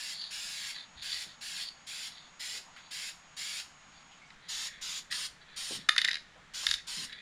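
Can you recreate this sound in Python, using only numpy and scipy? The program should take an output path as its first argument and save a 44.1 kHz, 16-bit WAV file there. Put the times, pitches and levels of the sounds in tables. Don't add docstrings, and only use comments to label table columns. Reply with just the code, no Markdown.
import sys
import numpy as np
from scipy import signal
from scipy.fft import rfft, irfft, next_fast_len
from scipy.io import wavfile
from scipy.ndimage import map_coordinates

SR = 44100
rng = np.random.default_rng(int(sys.argv[2]) if len(sys.argv) > 2 else 0)


def put_to_file(sound):
    columns = np.atleast_2d(sound).T
    safe = np.clip(columns, -1, 1)
    whole_steps = np.round(safe * 32767)
    wavfile.write(sys.argv[1], SR, whole_steps.astype(np.int16))


N = 317961
TIME = np.arange(N) / SR
BEHIND_FROM_S = 4.35
CUTOFF_HZ = 15900
WHINE_HZ, WHINE_DB, WHINE_END_S = 6701, -67, 4.19
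RING_SIDE_HZ, RING_BEHIND_HZ = 4570, 3700

# start_s, stop_s, level_db (before swell and mix), swell_db (over the press),
# aim (0 straight, higher = turned so that the hiss is thinner)
SPURTS = [(0, 0.132, -41, -0.5, 0), (0.304, 0.711, -40, 0.5, -0.24), (1.019, 1.237, -40.5, 1, -.2),
          (1.408, 1.635, -40.5, .5, 0.15), (1.865, 2.078, -41, 1, .2), (2.393, 2.58, -40.5, 0, -0.077),
          (2.906, 3.093, -39.5, 1, 0.021), (3.364, 3.603, -39.5, 0, 0.1), (4.483, 4.672, -36.5, 1, -0.36),
          (4.81, 4.99, -38.5, 0, -0.58), (5.106, 5.262, -38, -1.5, 1.5), (5.56, 5.765, -38.5, -0.5, 1.3),
          (6.535, 6.745, -39, -.5, 0.11), (6.867, 7.05, -39.5, -0.5, 0.78)]
# (per Hz, relative)
JET_SIDE = [(400, -26.5), (1150, -20), (1650, -2.5), (3400, 0), (4700, 1.5), (5500, -1), (6100, -11),
            (6800, -5), (7400, -2), (8000, -14), (9800, -8), (11700, -21), (14300, -21.5), (15800, -32)]
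JET_BEHIND = [(450, -25.5), (1000, -12.5), (1800, -5), (2500, -4.5), (3200, 1), (5400, 1), (6150, -7),
              (6900, 0.5), (7900, -10.5), (9900, -11), (11000, -19.5), (12500, -20.5), (14500, -26),
              (15800, -37)]
# pitch_hz, half_width_hz, level_db (aimed straight), turn_db (per unit of aim)
JET_LOBES = [(4750, 720, 0.06, 0), (6730, 580, 2, -3.5), (9000, 680, 1.6, 4)]
# fastest_s, length_s, level_db (before the speed curve),
# height (0 base to 1 upper wall)
ROLLS = [(0.212, 0.2, -37, 1), (0.655, 0.25, -43, 0.59), (0.788, 0.13, -41.5, .65), (1.003, 0.1, -45.5, .6),
         (1.125, 0.23, -35.5, 1), (1.302, 0.12, -48.5, .55), (1.626, 0.16, -34.5, 1),
         (2.166, 0.28, -49.5, 0.65), (2.83, 0.25, -57, 0.65), (3.978, .1, -57, 0.88),
         (4.496, 0.16, -49.5, 0.35), (4.698, 0.27, -44, 0), (5.135, 0.074, -39, .3),
         (5.422, 0.036, -53, 0.4), (5.537, 0.15, -50, 0.22), (5.807, 0.13, -46.5, 0.5),
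         (6.789, 0.048, -42, 0.077), (7.138, 0.27, -45.5, 0.15)]
# start_s, blow_db (before the spot's share),
# spot (0 dome, 1 base, 2 lower wall, 3 upper wall)
KNOCKS = [(0.2193, -40.5, 3), (0.239, -42, 3), (0.762, -42.5, 1.4), (1.1313, -36, 2.3), (1.1438, -36, 2.6),
          (1.652, -46, 2.7), (1.6872, -40, 3), (2.763, -54, 0), (4.304, -50, 1.33), (5.112, -41, 1),
          (5.1245, -32, 1.8), (5.8884, -23, 0.096), (5.8908, -20.5, 0.52), (5.8925, -20.5, 1.96),
          (5.9633, -30, 0.11), (5.98, -20, 1.68), (5.982, -23, 2.3), (5.9883, -26.5, 1.2),
          (6.0158, -24, 1.83), (6.0448, -29.5, 0.78), (6.0481, -22, 1.9), (6.0537, -32, 0.95),
          (6.0772, -29, 2.2), (6.0846, -26, 1), (6.091, -28.5, 1.65), (6.1083, -35, 1), (6.113, -28.5, 2.4),
          (6.131, -30.5, 1.65), (6.143, -32, 2.1), (6.155, -31.5, 1.6), (6.169, -39, 1.4),
          (6.667, -20.5, 1.9), (6.6888, -28.5, 2.4), (6.7121, -23, 2), (6.7396, -26.5, 2.1),
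          (7.1279, -41.5, 1.84)]
# pitch_hz, width_hz, level_db (relative)
DOME_MODES = [(1220, 150, -9), (1380, 100, 7)]
BASE_MODES = [(1670, 200, 2.5), (1904, 138, 7.5), (2070, 115, 6), (2450, 510, -3.5)]
WALL_MODES = [(2950, 320, -4), (3672, 150, 0.5), (3890, 150, 2), (4200, 530, 0), (4430, 250, 2.5),
              (5040, 500, -4.5)]
RIM_MODES = [(6000, 310, -10.5), (6700, 270, -7), (7330, 240, -9.5), (9040, 270, -10), (10180, 350, -8.5),
             (14100, 1000, -19.5)]
# pitch_hz, width_hz, level_db (relative)
LOWER_WALL = [(3390, 330, -8), (3610, 200, -5.5), (3960, 63, -4.5)]
UPPER_WALL = [(4130, 270, -9), (4574, 190, -3)]
# dome_db, base_db, wall_db, rim_db
SPOTS = [(-7.5, -11, -13.5, -22), (-40, -8.5, -19.5, -28), (-27, -20, -10.5, -25), (-36, -36, -10, -38)]
# pitch_hz, decay_s (to -60 dB)
GARAGE_T60 = [(200, 0.68), (2000, 0.19), (6000, 0.32), (14000, 0.25)]
# start_s, level_db (before the envelope), pitch_hz, width_hz, length_s
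BUMPS = [(.947, -54.5, 60.6, 70, 0.05), (1.107, -63, 45, 60, .067), (1.261, -57, 115, 199, 0.026),
         (2.53, -64, 380, 350, .09), (2.663, -54.5, 850, 400, .041), (2.764, -50.5, 1700, 2200, 0.046),
         (4.114, -58, 3020, 1500, 0.047), (4.214, -58, 2200, 160, 0.058), (5.705, -43, 254, 298, 0.031),
         (5.746, -51.5, 152, 201, 0.07), (6.353, -60.5, 540, 700, 0.054), (6.632, -44, 885, 900, 0.013),
         (6.657, -58, 40, 45, 0.14), (6.968, -52.5, 176, 148, 0.084)]
# (per Hz, relative)
HUSH_SIDE = [(25, 0.5), (100, -7), (165, -3), (230, -2.5), (400, -13), (800, -1.5), (1500, -2),
             (2900, -5.5), (4500, -11.5), (6000, -14), (7300, -13.5), (8300, -24), (9800, -28),
             (12500, -50)]
HUSH_BEHIND = [(25, 4), (100, -6.5), (165, 0), (330, -10.5), (900, -8), (1800, -2.5), (2700, -10),
               (3700, -9.5), (5000, -18), (7200, -17.5), (8300, -28), (9800, -30), (12500, -47)]


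def from_db(db):
    return 10 ** (np.asarray(db) / 20)


def rms_one(x):
    return x / np.sqrt(np.mean(x ** 2) + 1e-20)


def at_hz(points, hz):
    f, value = np.transpose(points)
    return np.interp(np.log(np.maximum(hz, 1)), np.log(f), value)


def coloured(level_db, size):
    spectrum = rfft(rng.standard_normal(size))
    return rms_one(irfft(spectrum * from_db(level_db(np.fft.rfftfreq(size, 1 / SR))), size))


def drift(rate_hz):
    size = next_fast_len(N, real=True)
    smoothing = 1 + (np.fft.rfftfreq(size, 1 / SR) / rate_hz) ** 2
    return rms_one(irfft(rfft(rng.standard_normal(size)) / smoothing, size)[:N])


def band_pass(x, low_hz, high_hz):
    return signal.sosfilt(signal.butter(2, [low_hz, high_hz], "band", fs=SR, output="sos"), x)


def resonance(x, hz, width_hz):
    r = np.exp(-np.pi * width_hz / SR)
    zeros = np.array([1, 0, -1]) * (1 - r * r) / 2
    poles = [1, -2 * r * np.cos(2 * np.pi * hz / SR), r * r]
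    return signal.lfilter(zeros, poles, x + 1e-18)


def double_resonance(x, hz, width_hz):
    return resonance(resonance(x, hz, width_hz), hz, width_hz)


def ring(x, modes, skirt=1.2):
    out = 0
    for k, (hz, width_hz, level_db) in enumerate(modes):
        out = out + (-1) ** k * from_db(level_db) * resonance(x, hz, width_hz)
    return band_pass(out, modes[0][0] / skirt, min(modes[-1][0] * skirt, CUTOFF_HZ))


def add(track, start_s, sound):
    at = round(start_s * SR)
    track[at:at + len(sound)] += sound[:N - at]


def spray(open_s=0.0073, shut_s=0.015, spit_db=0.43):
    out, t = np.zeros(N), TIME[:SR * 3 // 4]
    for start_s, stop_s, level_db, swell_db, aim in SPURTS:
        length_s = stop_s - start_s
        jet = JET_SIDE if start_s < BEHIND_FROM_S else JET_BEHIND

        def colour_db(f):
            level = at_hz(jet, f)
            for hz, half_width_hz, lobe_db, turn_db in JET_LOBES:
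                level = level + (lobe_db + aim * turn_db) * np.exp(-((f - hz) / half_width_hz) ** 2)
            return level

        hiss = coloured(colour_db, len(t))
        opening = 1 - (start_s > open_s) * np.exp(-t / open_s)
        closing = np.exp(-np.maximum(t - length_s, 0) / shut_s)
        swell = swell_db * (np.minimum(t / length_s, 1) - 1.5)
        add(out, start_s, hiss * opening * closing * from_db(level_db + swell))
    return out * from_db(spit_db * drift(410))


def pockets(x, width_hz=350, depth=0.16, count=10):
    centres_hz = np.geomspace(2000, 10500, count)
    return x + depth * sum(drift(5) * resonance(x, hz, width_hz) for hz in centres_hz)


def off_the_block(x, echo, slide_s=0.000177, sweep_hz=1.5):
    out = x
    for lag_s in (.0009, .0019, .0037):
        read_at = np.arange(N) - SR * (lag_s + slide_s * drift(sweep_hz))
        out = out + echo * map_coordinates(x, [read_at], order=3)
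    return out


def rolling(ticks_per_s=1000, spread_db=3.5, skip_share=0.037, skip_db=5.0,
            edge_db=11.0, rim_db=-19.5, far_db=-17.0, far_power=1.7):
    push = np.zeros((3, N))
    for fastest_s, length_s, level_db, height in ROLLS:
        speed = np.bartlett(round(length_s * SR))
        force = from_db(level_db + edge_db * (speed - 1.5)) * np.minimum(10 * speed, 1)
        for track, part_height in zip(push, (0, .5, 1)):
            distance_db = far_db * abs(height - part_height) ** far_power
            add(track, max(fastest_s - length_s / 2, 0), force * from_db(distance_db))
    uneven_db = spread_db * np.minimum(rng.exponential(1, N), 3.5)
    skips_db = skip_db * (rng.random(N) < skip_share)
    sizes = from_db(uneven_db + skips_db) * rng.choice([-1, 1], N)
    ticks = sizes * (rng.random(N) < ticks_per_s / SR)
    parts = (BASE_MODES, LOWER_WALL, UPPER_WALL, RIM_MODES[:-1])
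    base, lower, upper, rim = (rms_one(ring(ticks, modes)) for modes in parts)
    return push[0] * base + push[1] * lower + push[2] * (upper + from_db(rim_db) * rim)


def knocks(thud_db=-25.5, hard_db=-22.5, click_hz=10000, dull_hz_per_db=220,
           favour_db=8.0, favour_width_hz=190, rise_hz_per_db=28.0):
    out = np.zeros(N)
    for start_s, blow_db, spot in KNOCKS:
        lighter_db = min(hard_db - blow_db, 12)
        top_hz = np.clip(click_hz - dull_hz_per_db * lighter_db, 2000, CUTOFF_HZ)
        low_pass = signal.butter(2, top_hz, fs=SR, output="sos")
        click = signal.sosfilt(low_pass, signal.unit_impulse(SR // 20))
        parts_db = [blow_db + np.interp(spot, np.arange(len(SPOTS)), part) for part in np.transpose(SPOTS)]
        behind_hz = RING_BEHIND_HZ + rise_hz_per_db * lighter_db
        strongest_hz = RING_SIDE_HZ if start_s < BEHIND_FROM_S else behind_hz
        for modes, part_db in zip((DOME_MODES, BASE_MODES, WALL_MODES, RIM_MODES), parts_db):
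            hz, width_hz, level_db = np.transpose(modes)
            level_db = level_db + favour_db * np.exp(-((hz - strongest_hz) / favour_width_hz) ** 2)
            detune, chance_db = rng.normal(size=(2, len(modes))) * [[.012], [2.5]]
            struck = np.transpose([hz * (1 + detune), width_hz, level_db + chance_db])
            tone = rms_one(ring(signal.unit_impulse(len(click)), struck))
            add(out, start_s, from_db(part_db) * signal.fftconvolve(click, tone))
        thud = rms_one(resonance(click, 590, 800))
        add(out, start_s, from_db(parts_db[1] + thud_db) * thud)
    return out


def garage(x, build_s=0.0028):
    t, tail = TIME[:SR // 2], 0
    edges_hz = np.geomspace(100, CUTOFF_HZ, 9)
    for low_hz, high_hz in zip(edges_hz, edges_hz[1:]):
        band = band_pass(rng.standard_normal(len(t)), low_hz, high_hz)
        decay_s = at_hz(GARAGE_T60, np.sqrt(low_hz * high_hz))
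        tail = tail + band * np.exp(-np.log(1000) * t / decay_s)
    tail = tail * (1 - np.exp(-(t / build_s) ** 2))
    return signal.fftconvolve(x, tail / np.linalg.norm(tail))[:N]


def bumps(rise_s=0.0023):
    out, t = np.zeros(N), TIME[:SR // 2]
    for start_s, level_db, hz, width_hz, length_s in BUMPS:
        rub = rms_one(double_resonance(rng.standard_normal(len(t)), hz, width_hz))
        envelope = (1 - np.exp(-t / rise_s)) * np.exp(-(t / length_s) ** 2)
        add(out, start_s, from_db(level_db) * rub * envelope)
    return out


def background(side_db=-58.0, behind_db=-58.5, drone_hz=160, drone_width_hz=45, drone_db=-75):
    side = from_db(side_db) * coloured(lambda f: at_hz(HUSH_SIDE, f), N)
    behind = from_db(behind_db) * coloured(lambda f: at_hz(HUSH_BEHIND, f), N)
    hush = np.where(TIME < BEHIND_FROM_S, side, behind)
    rumble = rms_one(double_resonance(rng.standard_normal(N), drone_hz, drone_width_hz))
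    drone = from_db(drone_db) * rumble
    whine = rms_one(np.sin(2 * np.pi * np.cumsum(WHINE_HZ + 1.9 * drift(30)) / SR))
    whine_gain = from_db(WHINE_DB + 0.47 * drift(11)) * (TIME < WHINE_END_S)
    return hush + drone + whine * whine_gain


def scene(side_room_db=-8.5, behind_room_db=-13.5, can_room_db=-11.0):
    jet = from_db(-1.8) * off_the_block(pockets(spray()), echo=0.28)
    can = off_the_block(rolling() + knocks(), echo=0.23)
    jet_send = from_db(np.where(TIME < BEHIND_FROM_S, side_room_db, behind_room_db))
    room = garage(jet * jet_send + can * from_db(can_room_db))
    return np.tile(jet + can + room + bumps() + background(), (2, 1))


def record(dry):
    return signal.sosfilt(signal.ellip(10, .1, 80, CUTOFF_HZ, fs=SR, output="sos"), dry)


dry = scene()
out = record(dry)
put_to_file(out)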